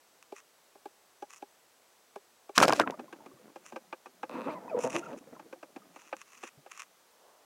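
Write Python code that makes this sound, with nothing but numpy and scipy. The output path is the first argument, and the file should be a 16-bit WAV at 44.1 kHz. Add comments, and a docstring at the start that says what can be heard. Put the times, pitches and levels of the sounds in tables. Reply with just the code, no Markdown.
"""A speargun is fired under water, heard through a camera housing over an even hiss.
While aiming, grit ticks and scrapes (random grains ring housing modes) and a loose part clunks in pairs.
The shaft snaps free and rasps, bands slap, metal clinks (struck modes), and water churns (noise, bubbles).
Loose tackle then knocks on the barrel; as the gun swings round, rubber creaks, groans and squeaks by
stick-slip. Scrapes and gulping air pockets recur, and a soft wash of filtered noise closes the scene."""
import sys
import numpy as np
from scipy import signal
from scipy.fft import rfft, irfft, next_fast_len
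from scipy.io import wavfile

SR = 44100
rng = np.random.default_rng(int(sys.argv[2]) if len(sys.argv) > 2 else 0)


def master_out(mix):
    """Clip the mix to full scale and print it as 16-bit PCM to the path in sys.argv[1]."""
    frames = np.transpose(np.atleast_2d(mix))
    ceiling = np.clip(frames, -1, 1)
    pcm = np.round(ceiling * 32767).astype(np.int16)
    wavfile.write(sys.argv[1], SR, pcm)


N = 328534
TIME = np.arange(N) / SR  # s
AGE = TIME[:SR // 8]  # s since a single event began

# Spectrum of the steady hiss. Each row: frequency in Hz, level in dB.
HISS_SPECTRUM = [(25, -23.5), (140, -9.5), (480, 2.5), (900, 1), (2500, -6), (6500, -7.5), (15500, -13.5)]
HISS_DB = -65  # rms
WHINE_HZ, WHINE_DB = 7880, -83  # rms
FLICKER_HZ, FLICKER_DB = 6030, -84  # rms

# Single grains of grit catching. Each row: start in seconds, level in dB before a common gain.
TICKS = [(0.2265, -45.5), (1.3058, -43.5), (1.3358, -42), (1.367, -50), (6.167, -41.5), (6.776, -41),
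         (6.8003, -38.5)]
# Gritty scrapes on the housing. Each row: start in seconds, length in seconds, level in dB,
# gain of the high modes in dB.
SCRAPES = [(0.345, 0.067, -54, -3), (1.288, 0.071, -56, -0.5), (1.355, 0.036, -56, 5),
           (3.62, 0.1, -57, -0.5), (4.78, 0.1, -42, 0), (4.876, 0.14, -44, -2), (4.946, 0.031, -37, -25),
           (4.975, 0.17, -58.5, -6), (5.167, 0.027, -56, -1), (5.9, 0.24, -60, -3.5),
           (6.162, 0.076, -53.5, -4.5), (6.247, 0.26, -58.5, -2.5), (6.424, 0.074, -48, -8),
           (6.694, 0.12, -50.5, -5), (6.764, 0.08, -48, -5.5)]
# Lower and upper housing modes. Each row: frequency in Hz, bandwidth in Hz, level in dB.
HOUSING_LOW_MODES = [(1150, 210, 7), (1960, 370, 1), (2590, 290, 5)]
HOUSING_HIGH_MODES = [(5720, 1100, 0), (7070, 1540, -0.5), (8900, 660, -4.5), (10460, 2400, -13.5)]

# Dull double clunks while aiming. Each row: start in seconds, peak in dB.
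CLUNKS = [(0.321, -33), (0.752, -44.5), (0.855, -32.5), (1.222, -30.5), (1.422, -30.5), (2.157, -31.5),
          (2.491, -33.5)]
# Modes of the loose part. Each row: frequency in Hz, bandwidth in Hz, level in dB.
CLUNK_MODES = [(275, 82, -1.5), (402, 43, 4), (587, 84, 2), (826, 51, 4), (1090, 250, -10), (1660, 60, -13),
               (2300, 170, -18.5)]

# Shaft and line sliding over the gun. Each row: start in seconds, length in seconds, level in dB.
SLIDES = [(2.557, 0.087, -37.5), (2.625, 0.0064, -23), (2.66, 0.16, -48), (2.757, 0.0069, -41.5)]
SLIDE_RISE_S, SLIDE_FALL_S = 0.0031, 0.0084
# Blows as the shaft leaves and the bands slap the muzzle.
# Each row: start in seconds, level in dB, ring frequency in Hz.
BLOWS = [(2.578, -8.5, 1220), (2.585, -13.5, 1570), (2.602, -15, 1110), (2.614, -11.5, 550),
         (2.6274, -7, 920), (2.633, -12, 1430), (2.649, -15.5, 775), (2.680, -13, 600), (2.686, -16.5, 493),
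         (2.694, -13.5, 780), (2.705, -17, 1100), (2.7262, -14, 900), (2.732, -15, 546),
         (2.7952, -20.5, 1310), (2.7984, -11, 980), (2.8042, -16.5, 1160), (2.808, -18, 483),
         (2.8141, -22.5, 1600), (2.820, -31, 1250), (2.875, -22.5, 980), (2.899, -26, 480)]
# Modes of the whole gun. Each row: frequency in Hz, bandwidth in Hz, level in dB.
GUN_MODES = [(157, 9, -20), (244, 30, -7.5), (327, 25, -4.5), (485.5, 16, 7.5), (660, 120, 2),
             (1090, 70, 2), (1440, 29, 5.5), (1610, 45, 3.5), (2400, 500, -6.5)]
# Metal clinks of shaft and wishbones. Each row: start in seconds, peak in dB, ring frequency in Hz.
CLINKS = [(2.579, -10, 2870), (2.5806, -5.5, 4550), (2.602, -16.5, 5150), (2.6288, -17, 5440),
          (2.654, -21.5, 5130), (2.6753, -29, 5100), (2.6816, -16.5, 5100), (2.6868, -20, 5100),
          (2.6958, -22.5, 4900), (2.7242, -15, 2600), (2.734, -19, 5000), (2.7979, -16, 3920),
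          (2.815, -28, 2630), (2.9072, -33.5, 2700)]
# Spectrum of the crack in clinks and chatter. Each row: frequency in Hz, level in dB.
CRACK_SPECTRUM = [(500, -17.5), (2600, 0.5), (5200, -2.5), (10000, -12), (15500, -29)]

# Spectrum of stirred eddies. Each row: frequency in Hz, level in dB.
WAKE_SPECTRUM = [(55, -26), (120, -8), (220, 1.5), (520, -4.5), (1100, -13), (3000, -20)]
# Water churned by a blow; its level is relative to that blow.
STIR_S, STIR_DB, STIR_RISE_S, STIR_FALL_S = 0.0097, -21, 0.0035, 0.025
# The gun moving through water, in recoil and then swung round.
# Each row: start in seconds, length in seconds, level in dB.
SWEEPS = [(2.76, 0.095, -52.5), (4.38, 0.62, -51.5)]
SWEEP_RISE_S, SWEEP_FALL_S = 0.12, 0.48
BUBBLES_FROM_S, BUBBLES_UNTIL_S = 2.57, 6.95
# Decay constants in cycles; the frequency of a bubble grows by twice CHIRP_PER_S per second.
BUBBLE_CYCLES, GULP_CYCLES, CHIRP_PER_S = 9.3, 2.1, 0.74
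# Large air pockets breaking up. Each row: start in seconds, first frequency in Hz, level in dB.
GULPS = [(3.336, 131, -51), (3.737, 232, -38.5), (5.162, 234, -35.5), (5.209, 262, -40), (5.323, 254, -35),
         (5.456, 230, -48), (6.574, 139, -45.5)]
# Soft wash of water. Each row: time in seconds, level in dB.
WASH = [(7.05, -81.5), (7.25, -63), (7.45, -68.5)]
# Spectrum of the wash. Each row: frequency in Hz, level in dB.
WASH_SPECTRUM = [(200, -16), (480, 9), (1100, 5), (3000, -34.5)]

# Tackle knocking on the barrel. Each row: start in seconds, level in dB, treble against body in dB.
KNOCKS = [(2.992, -31.5, 7), (3.125, -33, 4), (3.258, -37.5, 2), (3.557, -34, 2), (3.721, -34, 3.5),
          (3.759, -27.5, 5), (3.925, -27.5, 12), (4.057, -36, 6), (4.229, -24, 10), (5.128, -34.5, 4),
          (5.393, -37, 1.5), (5.525, -31.5, 5.5), (5.627, -34.5, 3), (5.76, -32, 4), (5.959, -39, 10),
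          (6.126, -24, 20.5), (6.431, -32.5, 3.5), (6.66, -39.5, 12)]
# Modes excited by a knock. Each row: frequency in Hz, bandwidth in Hz, level in dB.
KNOCK_MODES = [(235, 73, -1), (339, 60, 2.5), (524, 47, 2), (830, 121, -3.5), (1213, 126, -9.5),
               (1575, 95, -12), (2520, 410, -17.5), (6040, 2300, -30)]

# Rubber sticking and slipping on the barrel. Each row: time in seconds, mean rate in slips per second.
SLIP_RATE = [(4.294, 80), (4.33, 220), (4.368, 340), (4.395, 125), (4.418, 110), (4.445, 215), (4.49, 330),
             (4.77, 108), (4.96, 150)]
SLIP_S, SLIP_ROUGH = .003, .55  # decay of a skid; its share against the clean slip
# Modes of the sharp slips. Each row: frequency in Hz, bandwidth in Hz, level in dB.
SLIP_MODES = [(245, 46, 13.5), (565, 145, 13), (1100, 330, 8), (2590, 180, 2), (3760, 700, -11)]
# The stretch where each slip is sharp.
CREAK_FROM_S, CREAK_LENGTH_S, CREAK_DB, CREAK_EDGE_S = 4.294, 0.242, -44, 0.012
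# Tugs that make the bands judder. Each row: start in seconds, length in seconds, level in dB.
TUGS = [(4.358, 0.038, -40), (4.475, 0.013, -33), (4.772, 0.014, -34.5), (4.837, 0.04, -34),
        (4.948, 0.013, -32.5), (5.085, 0.039, -44.5)]
TUG_RISE_S, TUG_FALL_S = 0.01, 0.017
# Modes of judder and drag. Each row: frequency in Hz, bandwidth in Hz, level in dB.
TUG_MODES = [(232, 100, 4), (508, 48, 9.5), (656, 87, 6), (915, 75, 5), (1196, 300, -7.5)]
DRAG_FROM_S, DRAG_LENGTH_S, DRAG_DB = 4.31, 0.81, -50  # the bands drag steadily over the gun

# Short rubber squeaks. Each row: start in seconds, length in seconds, first frequency in Hz,
# last frequency in Hz, level in dB.
SQUEAKS = [(4.495, 0.02, 2020, 2600, -50), (4.546, 0.046, 1020, 980, -44.5),
           (4.687, 0.028, 2540, 2310, -54.5), (4.838, 0.03, 473.6, 484, -29.5),
           (4.938, 0.034, 292.6, 380, -34), (4.963, 0.047, 344, 352, -37.5),
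           (5.024, 0.018, 1310, 1420, -43), (5.06, 0.014, 1436, 1240, -44.5),
           (5.139, 0.012, 530, 586, -38.5)]
# The long groan of the rubber. Each row: time in seconds, mean frequency in Hz, level in dB.
GROAN = [(4.68, 1040, -43.5), (4.709, 819, -49.5), (4.714, 668, -34.5), (4.737, 603, -35),
         (4.75, 462, -24.5), (4.761, 505, -34), (4.77, 494, -33.5), (4.797, 482, -29), (4.808, 480, -56)]

CUTOFF_HZ = 15900


def from_db(db):
    """Level to amplitude: 20 dB is a factor of ten."""
    return 10 ** (np.asarray(db) / 20)


def rms_one(x):
    """Normalisation to unit mean power."""
    return x / np.sqrt(np.mean(x ** 2) + 1e-20)


def peak_one(x):
    """Normalisation to unit peak."""
    return x / (np.abs(x).max() + 1e-20)


def blow_one(x):
    """Normalisation to the energy of a unit level lasting 1.4 ms."""
    return x / np.sqrt(np.sum(x ** 2) / (.0014 * SR))


def add(out, s, sound):
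    """Superposition: a sound is summed in at a given time."""
    at = max(round(s * SR), 0)
    out[at:at + len(sound)] += sound[:N - at]


def swell(rows):
    """Amplitude envelope: level interpolated from the last column, silent outside the rows."""
    rows = np.array(rows)
    inside = np.interp(TIME, rows[:, 0], np.ones(len(rows)), 0, 0)
    return inside * from_db(np.interp(TIME, rows[:, 0], rows[:, -1]))


def stroke(s, length, db, rise_s, fall_s):
    """Exponential relaxation: one movement builds up to its start, holds, then dies away."""
    before = np.maximum(s - TIME, 0)
    after = np.maximum(TIME - s - length, 0)
    return from_db(db) * np.exp(-np.minimum(before / rise_s + after / fall_s, 20))


def strokes(rows, rise_s, fall_s):
    """Incoherent addition: the powers of several movements sum."""
    return np.sqrt(sum(stroke(s, length, db, rise_s, fall_s) ** 2 for s, length, db in rows))


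def butter(x, hz, kind, order=2):
    """Causal filtering with a maximally flat passband, low- or high-pass."""
    return signal.sosfilt(signal.butter(order, min(hz, SR / 2 - 1), kind, fs=SR, output="sos"), x)


def colour(x, spectrum):
    """Minimum-phase filtering: a folded cepstrum makes the causal filter of a given spectrum."""
    size = 2 * next_fast_len(len(x))
    hz = np.maximum(np.arange(size // 2 + 1) * SR / size, 1)
    points, db = np.transpose(spectrum)
    skirts = np.minimum(hz / points[0], 1) * np.minimum(points[-1] / hz, 1)  # falls away at both ends
    gain = from_db(np.interp(np.log(hz), np.log(points), db)) * skirts ** 2
    cepstrum = irfft(np.log(gain))
    response = np.exp(rfft(2 * cepstrum[:size // 2], size))
    return irfft(rfft(x, size) * response, size)[:len(x)]


def resonate(x, modes):
    """Modal superposition: parallel damped resonances of alternating sign."""
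    out = 0
    for k, (hz, width, db) in enumerate(modes):
        r = np.exp(-np.pi * width / SR)  # pole radius from bandwidth
        poles = [1, -2 * r * np.cos(2 * np.pi * hz / SR), r * r]
        mode = signal.lfilter([1, 0, -1], poles, x + 1e-18)
        out = out + (-1) ** k * from_db(db) * (1 - r * r) / 2 * mode
    return out


def flutter(hz):
    """Low-passed noise: random wavering up to a given rate, of unit rms."""
    return rms_one(butter(rng.standard_normal(N), hz, "low"))


def background():
    """Stationary noise and tones: even hiss, a whine until the shot, and a faint flickering tone."""
    hiss = from_db(HISS_DB) * rms_one(colour(rng.standard_normal(N), HISS_SPECTRUM))
    whine = from_db(WHINE_DB) * rms_one(np.sin(2 * np.pi * WHINE_HZ * TIME)) * (TIME < BUBBLES_FROM_S)
    flicker = resonate(rng.standard_normal(N), [(FLICKER_HZ, 60, 0)]) * from_db(3 * flutter(5))
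    return hiss + whine + from_db(FLICKER_DB) * rms_one(flicker)


def contact(decay_s, scatter):
    """Impulsive excitation: a click followed by a dying scatter of reflections."""
    push = scatter * rng.standard_normal(len(AGE)) * np.exp(-AGE / decay_s) * np.sqrt(2 / (decay_s * SR))
    push[0] += 1
    return push


def grains(per_s, spread_db):
    """Shot noise: random clicks of uneven size and either sign."""
    sizes = from_db(spread_db * np.minimum(rng.exponential(1, N), 4))
    return (rng.random(N) < per_s / SR) * sizes * rng.choice([-1, 1], N)


def scrapes(tick_s=0.0022, tick_db=4.0):
    """Granular friction: dense and sparse grains ring the housing; single ones catch and tick."""
    out = np.zeros(N)
    grit = rms_one(grains(per_s=2800, spread_db=-7.0))
    crackle = rms_one(grains(per_s=120, spread_db=4))
    grit = (grit + crackle) * from_db(3 * flutter(45))
    low = butter(resonate(grit, HOUSING_LOW_MODES), 950, "high", order=3)
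    high = resonate(grit, HOUSING_HIGH_MODES)
    for s, length, db, treble_db in SCRAPES:
        part = slice(round(s * SR), round((s + length) * SR))
        scrape = rms_one(low[part] + from_db(treble_db) * high[part])
        arch = np.abs(np.sin(np.linspace(0, np.pi, len(scrape)))) ** .8
        add(out, s, from_db(db) * scrape * arch)
    for s, db in TICKS:
        ring = resonate(contact(tick_s, scatter=0.33), HOUSING_LOW_MODES + HOUSING_HIGH_MODES)
        add(out, s, from_db(db + tick_db) * peak_one(ring))
    return out


def clunks(gap_s=.0026, first_db=-5, scatter=1.0, seat_s=0.0055, low_hz=215):
    """Double impact: a loose part touches lightly, then seats a few milliseconds later."""
    out = np.zeros(N)
    for s, db in CLUNKS:
        seat = np.roll(contact(seat_s, scatter), round(gap_s * SR))
        push = seat + from_db(first_db) * contact(.002, scatter)
        ring = butter(resonate(push, CLUNK_MODES), low_hz, "high", order=3)
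        add(out, s + .001, from_db(db) * peak_one(ring))
    return out


def bump(decay_s, rise_s):
    """Compliant contact: the noisy push builds up before it dies."""
    return rng.standard_normal(len(AGE)) * (1 - np.exp(-AGE / rise_s)) * np.exp(-AGE / decay_s)


def shot(thud_s=.002, scatter=1.0, damping=0.35, body_db=-6, thud_top_hz=2500,
         clink_s=0.00082, clink_width_hz=800, crack_db=-1):
    """Impact and friction: slaps thud and shake the gun, metal clinks, the shaft rasps and chatters."""
    out = np.zeros(N)
    for s, db, hz in BLOWS:
        push = contact(thud_s, scatter)
        ring = butter(resonate(push, [(hz, hz * damping, 0)]), 1.6 * hz, "low", order=3)
        body = butter(resonate(contact(thud_s, scatter), GUN_MODES), thud_top_hz, "low", order=3)
        add(out, s, from_db(db) * blow_one(blow_one(ring) + from_db(body_db) * blow_one(body)))
    for s, db, hz in CLINKS:
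        ring = resonate(contact(clink_s, scatter), [(hz, clink_width_hz, 0)])
        crack = colour(bump(clink_s, clink_s), CRACK_SPECTRUM)
        add(out, s, from_db(db) * peak_one(peak_one(ring) + from_db(crack_db) * peak_one(crack)))
    rasp = resonate(grains(per_s=5500, spread_db=1.0), HOUSING_LOW_MODES + HOUSING_HIGH_MODES)
    chatter = colour(grains(per_s=1200, spread_db=3), CRACK_SPECTRUM)
    sliding = rms_one(rms_one(rasp) + rms_one(chatter))
    return out + strokes(SLIDES, SLIDE_RISE_S, SLIDE_FALL_S) * sliding


def bubble(hz, ring_cycles):
    """Volume pulsation: an air pocket rings for a few cycles, rising slightly in pitch."""
    cycles = hz * AGE * (1 + CHIRP_PER_S * AGE)
    envelope = np.exp(-cycles / ring_cycles) * (1 - np.exp(-cycles)) * (1 - AGE / AGE[-1])
    return np.sin(2 * np.pi * cycles) * envelope


def bubbles(count=170):
    """Independent random events: small bubbles spread evenly in time and over three octaves."""
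    out = np.zeros(N)
    for when, size, strength in rng.random((count, 3)):
        s = BUBBLES_FROM_S + when * (BUBBLES_UNTIL_S - BUBBLES_FROM_S)
        add(out, s, from_db(-14 * strength) * bubble(170 * 8 ** size, BUBBLE_CYCLES))
    return out


def gulp(hz, count=6, spread_s=0.019, shards_db=-4):
    """Break-up of a cavity: a large pocket rings briefly and sheds smaller, higher bubbles."""
    out = bubble(hz, GULP_CYCLES)
    for delay, size in rng.random((count, 2)):
        shard = from_db(shards_db) * 2 ** -size * bubble(hz * 5 ** size, GULP_CYCLES)  # higher is weaker
        out = out + np.pad(shard, (round(delay * spread_s * SR), 0))[:len(AGE)]
    return out


def water(ring_share=0.25, bubble_share=0.83, sweep_low_hz=110, lumpy_db=3):
    """Turbulence and cavity resonance: motion stirs eddies and bubbles, pockets gulp, water washes."""
    eddies = butter(colour(grains(per_s=1000, spread_db=5), WAKE_SPECTRUM), 2000, "low", order=4)
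    churn = rms_one(rms_one(eddies) + ring_share * rms_one(resonate(eddies, GUN_MODES)))
    churn = rms_one(churn + bubble_share * rms_one(bubbles()))
    swirl = rms_one(butter(churn, sweep_low_hz, "high") * from_db(lumpy_db * flutter(7.1)))
    stirs = [(s, STIR_S, db + STIR_DB) for s, db, *_ in BLOWS]
    out = strokes(stirs, STIR_RISE_S, STIR_FALL_S) * churn
    out = out + strokes(SWEEPS, SWEEP_RISE_S, SWEEP_FALL_S) * swirl * (TIME > BUBBLES_FROM_S)
    for s, hz, db in GULPS:
        add(out, s, from_db(db) * gulp(hz))
    return out + swell(WASH) * rms_one(colour(rng.standard_normal(N), WASH_SPECTRUM))


def knocks(decay_s=0.0062, rise_s=0.0023, treble_hz=1100, top_hz=2800):
    """Cushioned impact: wishbones and bands bump the barrel, each with its own balance of modes."""
    out = np.zeros(N)
    for s, db, treble_db in KNOCKS:
        low_cut_hz = 230 * from_db(treble_db / 4)  # brighter knocks are thinner
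        ring = butter(resonate(bump(decay_s, rise_s), KNOCK_MODES), low_cut_hz, "high", order=3)
        treble = butter(butter(ring, treble_hz, "high", order=1), top_hz, "low")
        ring = ring + (from_db(treble_db) - 1) * treble
        add(out, s, from_db(db) * blow_one(ring))
    return out


def along_barrel(x, travel_s=.0022):
    """Dispersion of bending waves: high frequencies arrive first, so a slip becomes a falling chirp."""
    size = next_fast_len(N + SR)
    hz = np.arange(size // 2 + 1) * SR / size
    delay = np.exp(-4j * np.pi * travel_s * np.sqrt(1000 * hz))  # travel_s is the delay at 1 kHz
    return irfft(rfft(x, size) * delay, size)[:N]


def creak():
    """Stick-slip friction: stretched rubber slips sharply, judders dully at each tug, and rubs softly."""
    s, per_s = np.transpose(SLIP_RATE)
    rate = np.interp(TIME, s, per_s) * np.exp(.07 * flutter(150))
    turns = np.ceil(np.cumsum(rate * (TIME > s[0])) / SR)
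    sizes = np.sqrt(SR / rate) * from_db(2 * rng.standard_normal(N))  # mean power stays even with rate
    starts = np.diff(turns, prepend=0) * sizes
    decays = signal.lfilter([1], [1, -np.exp(-1 / (SLIP_S * SR))], starts + 1e-18)
    skids = decays * rng.standard_normal(N)  # each slip skids briefly
    slips = rms_one(along_barrel(starts)) + SLIP_ROUGH * rms_one(skids)
    ticks = butter(resonate(slips, SLIP_MODES), 130, "high", order=4)
    judder, drag = (butter(butter(resonate(x, TUG_MODES), 110, "high", order=4), 2500, "low")
                    for x in (slips, rng.standard_normal(N)))
    slipping = (TIME > s[0]) & (TIME < s[-1])
    sharp = stroke(CREAK_FROM_S, CREAK_LENGTH_S, CREAK_DB, CREAK_EDGE_S, CREAK_EDGE_S)
    tugging = strokes(TUGS, TUG_RISE_S, TUG_FALL_S)
    dragging = stroke(DRAG_FROM_S, DRAG_LENGTH_S, DRAG_DB, TUG_RISE_S, TUG_FALL_S)
    return (sharp * ticks / np.std(ticks[slipping])
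            + tugging * judder / np.std(judder[slipping])
            + dragging * rms_one(drag))


def rubber_tone(hz, overtone_db=-18, waver=0.0244, rough_db=2.6):
    """Periodic stick-slip: a fundamental and octave of unsteady pitch and strength, of unit power."""
    wobble, shake = rms_one(butter(rng.standard_normal((2, len(hz))), 110, "low", order=4))
    phase = 2 * np.pi * np.cumsum(hz * (1 + waver * wobble)) / SR
    tone = np.sin(phase) + from_db(overtone_db) * np.sin(2 * phase)
    return rms_one(from_db(rough_db * shake) * tone)


def squeaks():
    """Frequency locking: where the slips lock the rubber sings, in one long groan and gliding squeaks."""
    s, hz, _ = np.transpose(GROAN)
    out = swell(GROAN) * rubber_tone(np.interp(TIME, s, hz))
    for s, length, first_hz, last_hz, db in SQUEAKS:
        along = np.linspace(0, 1, round(length * SR))
        tone = rubber_tone(first_hz * (last_hz / first_hz) ** along)
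        add(out, s, from_db(db) * tone * np.sqrt(np.abs(np.sin(np.pi * along))))
    return out


def scene():
    """Linear superposition: all sources sum into one channel."""
    hiss_scrapes_clunks = background() + scrapes() + clunks()
    shot_water_rubber = shot() + water() + knocks() + creak() + squeaks()
    return (hiss_scrapes_clunks + shot_water_rubber)[None]


def record(dry):
    """Saturation and band limiting: the highest peaks are rounded and the top is cut steeply."""
    low_pass = signal.ellip(12, .1, 80, CUTOFF_HZ, fs=SR, output="sos")
    return signal.sosfilt(low_pass, np.tanh(dry))


dry = scene()
out = record(dry)
master_out(out)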